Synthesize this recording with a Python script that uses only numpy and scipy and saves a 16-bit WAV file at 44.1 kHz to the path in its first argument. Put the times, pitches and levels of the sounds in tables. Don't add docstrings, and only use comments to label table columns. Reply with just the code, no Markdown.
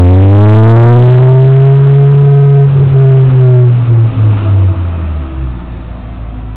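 import sys
import numpy as np
from scipy import signal
from scipy.fft import rfft, irfft
from scipy.io import wavfile
from scipy.ndimage import uniform_filter1d

SR = 44100
rng = np.random.default_rng(int(sys.argv[2]) if len(sys.argv) > 2 else 0)


def persist_wave(psi):
    counts = np.round(np.clip(psi, -1, 1) * 32767).astype(np.int16)
    wavfile.write(sys.argv[1], SR, np.atleast_2d(counts).T)


N = 289280
TIME = np.arange(N) / SR

TOP_HZ = 140.9
IDLE_S = 5.6


def amp(db):
    return 10 ** (np.asarray(db) / 20)


def unit(x):
    return x / np.sqrt(np.mean(abs(x) ** 2) + 1e-20)


def curve(rows, t=TIME):
    seconds, values = np.transpose(rows)
    return np.interp(t, seconds, values)


def colour(points, hz):
    f, db = np.transpose(points)
    return amp(np.interp(np.log(hz + 1), np.log(f), db))


def bell(centre, length, t=TIME):
    return np.exp(-(2 * (t - centre) / length) ** 2)


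def drift(rate, t=TIME):
    count, points_per_s = 2048, 200
    hz = np.fft.rfftfreq(count, 1 / points_per_s)
    spectrum = rfft(rng.standard_normal(count))
    slow = irfft(spectrum / (1 + (hz / rate) ** 4))
    return np.interp(t, np.arange(count) / points_per_s, unit(slow))


def noise(shape, patchy_db, size):
    hop = size // 4
    t = np.arange(N // hop + 5)[:, None] * hop / SR
    hz = np.fft.rfftfreq(size, 1 / SR)
    real, imag, patches = rng.standard_normal((3, len(t), len(hz)))
    patches = uniform_filter1d(patches, size=9, axis=0)
    patches = unit(uniform_filter1d(patches, size=9, axis=1))
    spectrum = (real + 1j * imag) * shape(hz, t) * amp(patchy_db * patches)
    _, sound = signal.istft(spectrum.T, nperseg=size, noverlap=size - hop)
    return unit(sound[:N])


def fading(scatter, rate, t=TIME):
    direct = np.exp(2j * np.pi * rng.random())
    scattered = scatter * (drift(rate, t) + 1j * drift(rate, t))
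    return unit(direct + scattered)


def passing(closest_s, swell_s):
    return 1 / np.hypot(1, (TIME - closest_s) / swell_s)


def nearness():
    # closest at t/s, closest distance/m, speed/(m/s)
    car_path = (0.66, 4.1, 7.8)
    closest_s, closest_m, speed = car_path
    return passing(closest_s, closest_m / speed)


def shaded(in_view_s=1.003, turning_s=0.091):
    return (1 - np.tanh((TIME - in_view_s) / turning_s)) / 2


def firing(t=TIME):
    top_s, start_hz = 2.27, 88.6
    climb_hz, climb_power = 12.0, 1.85
    sink_hz, sink_power = 10.14, 1.75
    idle_hz, idle_sag_hz_per_s = 58.9, 5.6
    away = abs(t - top_s)
    climbing = np.maximum(TOP_HZ - climb_hz * away ** climb_power, start_hz)
    idle = idle_hz - idle_sag_hz_per_s * np.maximum(t - IDLE_S, 0)
    sinking = np.maximum(TOP_HZ - sink_hz * away ** sink_power, idle)
    return np.where(t < top_s, climbing, sinking)


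def pipe(hz, t=0):
    # f/Hz, width/Hz, relative level/dB
    standing_waves = [(37, 10, 0), (108, 55, 9), (164, 38, 2), (242, 17, -11.5), (347, 41, -5.5),
                      (413, 100, -0.5), (499, 17, -3.5), (655, 510, -10), (840, 350, -18.5),
                      (1220, 300, -22)]
    power = sum(amp(db) ** 2 / (1 + (2 * (hz - f) / width) ** 2) for f, width, db in standing_waves)
    return np.sqrt(power)


def echo_fades(ripple_db=0.92, period_s=.345, trough_s=1.84, lasts_s=2):
    # centre t/s, length/s, change of level/dB
    single_fades = [(0.251, 0.17, -3), (2.61, .1, 2), (2.73, 0.18, -8.5), (2.894, .1, -11),
                    (3.304, .17, -8), (3.777, 0.22, -6.5), (3.86, 0.063, -11), (4.138, 0.14, -18),
                    (4.41, .16, -10.5), (4.747, 0.04, -14.5), (5.3, 0.12, -5.5), (5.455, 0.15, 4.5)]
    wave = np.cos(2 * np.pi * (TIME - trough_s) / period_s)
    ripple = amp(-ripple_db * bell(trough_s, lasts_s) * wave)
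    gains = [1 + (amp(db) - 1) * bell(s, length) for s, length, db in single_fades]
    return ripple * np.prod(gains, axis=0)


def boom(cycles, waver_db=.5, alongside_db=-0.1, falloff=0.95, octave_db=-35, octave_fading=2,
         octave_lead_rad=.45, octave_scatter=0.2, scatter_rate=7):
    # t/s, level/dB
    note_level = [(0, 9.5), (0.84, 12.5), (1.07, 6), (1.45, 3.5), (2.1, 2.0), (3.1, 3.9), (3.55, 4.1),
                  (4.2, -0.57), (4.65, -2.5), (4.9, -11.5), (5.2, -12), (5.65, -21), (6.56, -19)]
    angle, fades = 2 * np.pi * cycles, echo_fades()
    note = amp(curve(note_level) + waver_db * drift(5.9)) * fades
    beside_car = amp(alongside_db) * shaded() * nearness() ** falloff
    in_pipe = amp(octave_db) * pipe(2 * firing())
    octave = (beside_car + in_pipe) * fades ** octave_fading
    wavering = 1 + octave_scatter * (drift(scatter_rate) + 1j * drift(scatter_rate))
    octave_tone = (wavering * np.exp(1j * (2 * angle + octave_lead_rad))).real
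    return note * np.cos(angle) + octave * octave_tone


def rasp_level(behind_db=-6.0, db_per_octave=7, shaded_db=-9.5, falloff=1.65):
    revs_db = db_per_octave * np.log2(firing() / TOP_HZ)
    return amp(behind_db + revs_db + shaded_db * shaded()) * nearness() ** falloff


def rasp(cycles, uneven_db=-10, scatter=0.54, fade_rate=3, count=48):
    coarse_t, out = TIME[::64], np.zeros(N)
    cycles = cycles + .018 * drift(30)
    for quarter in range(2, count):
        if quarter in (4, 8):
            continue
        order = quarter / 4
        weight_db = 0 if quarter % 4 == 0 else uneven_db * (1 + quarter % 2)
        height = amp(weight_db) * pipe(order * firing(coarse_t)) * fading(scatter, fade_rate, coarse_t)
        tone = np.exp(2j * np.pi * order * cycles)
        out += (np.interp(TIME, coarse_t, height) * tone).real
    return rasp_level() * unit(out)


def burble(near_db=-15.0, falloff=0.85, lift_off_s=2.66, overrun_db=-23, overrun_db_per_s=-2.0, onset_s=.08):
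    since = TIME - lift_off_s
    onset = (1 + np.tanh(since / onset_s)) / 2
    overrun = amp(overrun_db + overrun_db_per_s * since) * onset
    close_by = amp(near_db) * nearness() ** falloff
    return np.hypot(close_by, overrun) * noise(pipe, patchy_db=3.5, size=8192)


def rush_level(car_db=-23, falloff=.75, van_db=-27, van_s=4.26, van_swell_s=0.81):
    # centre t/s, length/s, level/dB
    short_swells = [(0.45, 0.21, -24.5), (1.095, 0.26, -24), (1.95, 0.45, -31.5), (3.25, 0.73, -25.5),
                    (4.38, 0.39, -22.5), (5.0, 0.81, -30)]
    car = amp(car_db) * nearness() ** falloff
    crossing = amp(van_db) * passing(van_s, van_swell_s)
    swells = sum(amp(db) * bell(s, length) for s, length, db in short_swells)
    return np.sqrt(car ** 2 + crossing ** 2 + swells ** 2)


def rush(cycles, pulsing=0.16, far_tilt_db=-0.9837):
    # f/Hz, relative level/dB
    rush_colour = [(20, 0.5), (100, 2), (300, 0.5), (450, -10), (680, -6), (900, -6.5), (1280, 0.5),
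                   (1600, -11), (2000, -14), (2600, -6.5), (3200, -13.5), (3800, -12.5), (4500, -39.5)]

    def shape(hz, t):
        dulling = amp(far_tilt_db * (t + 0.5) * np.log2(1 + hz / 700))
        return colour(rush_colour, hz) * dulling

    air = noise(shape, patchy_db=1.0, size=1024)
    puffs = 1 + pulsing * np.cos(2 * np.pi * cycles)
    return rush_level() * air * puffs


def wake(arrives_s=1.15, length_s=.28, level_db=-22, centre_hz=35, width_hz=12):
    def shape(hz, t):
        return bell(centre_hz, 2 * width_hz, hz)

    return amp(level_db) * bell(arrives_s, length_s) * noise(shape, patchy_db=1.0, size=8192)


def flutter(centre_hz=118, width_hz=54):
    # centre t/s, length/s, level/dB
    bursts = [(2.73, .17, -12), (2.92, .18, -14), (3.31, .09, -17), (4.2, .12, -19)]
    swell = sum(amp(db) * bell(s, length) for s, length, db in bursts)

    def shape(hz, t):
        return np.exp(-((hz - centre_hz) / width_hz) ** 4)

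    return swell * noise(shape, patchy_db=-3.5, size=2048)


def van(scatter_per_order=0.091, fade_rate_per_order=2.2, appears_s=2.7, appearing_s=.2):
    # t/s, firing rate f/Hz
    van_firing = [(3, 66.2), (4.8, 65.5), (5.4, 64.8), (5.9, 62.7), (6.56, 63.6)]
    # multiple of the firing rate, peak level/dB, loudest at t/s, swell time/s
    van_orders = [(3, -30.5, 3.5, 1), (4, -23, 3.31, 0.1), (4, -24.5, 4.15, 0.35), (4, -32, 6.35, 0.34),
                  (5, -22.5, 4.6, .15), (5, -26.5, 5.3, 0.2), (8, -40.5, 3.2, .6), (10, -30.5, 4.62, 0.26)]
    cycles, out = np.cumsum(curve(van_firing)) / SR, np.zeros(N)
    for order, db, loudest_s, swell_s in van_orders:
        blur = fading(scatter_per_order * order, fade_rate_per_order * order)
        tone = np.exp(2j * np.pi * order * cycles) * blur
        out += amp(db) * passing(loudest_s, swell_s) * tone.real
    appearing = (1 + np.tanh((TIME - appears_s) / appearing_s)) / 2
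    return out * appearing


def over_grass(x, low_hz=350, high_hz=520):
    # t/s, share/(0-1)
    ground_dip = [(3, 0.14), (4.8, 0.29), (5.7, 0.8), (6.56, 0.56)]
    band_pass = signal.butter(1, [low_hz, high_hz], "bandpass", fs=SR, output="sos")
    return x - curve(ground_dip) * signal.sosfilt(band_pass, x)


def grunt(cycles, level_db=-25, length_s=0.2, order=3):
    return amp(level_db) * bell(IDLE_S, length_s) * np.cos(2 * np.pi * order * cycles)


def scene():
    cycles = np.cumsum(firing() * (1 + 0.0018 * drift(13.3))) / SR
    jitter_cruising, jitter_loaded = .0045, .007
    load_s, load_length_s = .55, 1.4
    jitter = jitter_cruising + jitter_loaded * bell(load_s, load_length_s)
    cycles = cycles + jitter * drift(70)
    exhaust = boom(cycles) + rasp(cycles) + burble() + flutter() + grunt(cycles)
    car = exhaust + rush(cycles) + wake()
    return (over_grass(car) + van())[None]


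def low_pass(x, hz, size):
    taps = signal.firwin(size, hz, window=("kaiser", 8), fs=SR)
    return signal.oaconvolve(x, taps[None], "same")


def record(dry, camera_rate=8000, band_hz=3900, edge_hz=16600):
    instants = np.arange(0, N / SR + .01, 1 / camera_rate)
    overloaded = np.clip(np.interp(instants, TIME, dry[0]), -.7065, .7015)
    smoothing = signal.firwin(441 * 20 + 1, band_hz, window=("kaiser", 8), fs=441 * camera_rate)
    narrow = signal.resample_poly(overloaded, 441, 80, window=smoothing)[None, :N]
    ticking = np.clip(narrow, -.707, .707)
    return low_pass(ticking, edge_hz, size=511)


dry = scene()
out = record(dry)
persist_wave(out)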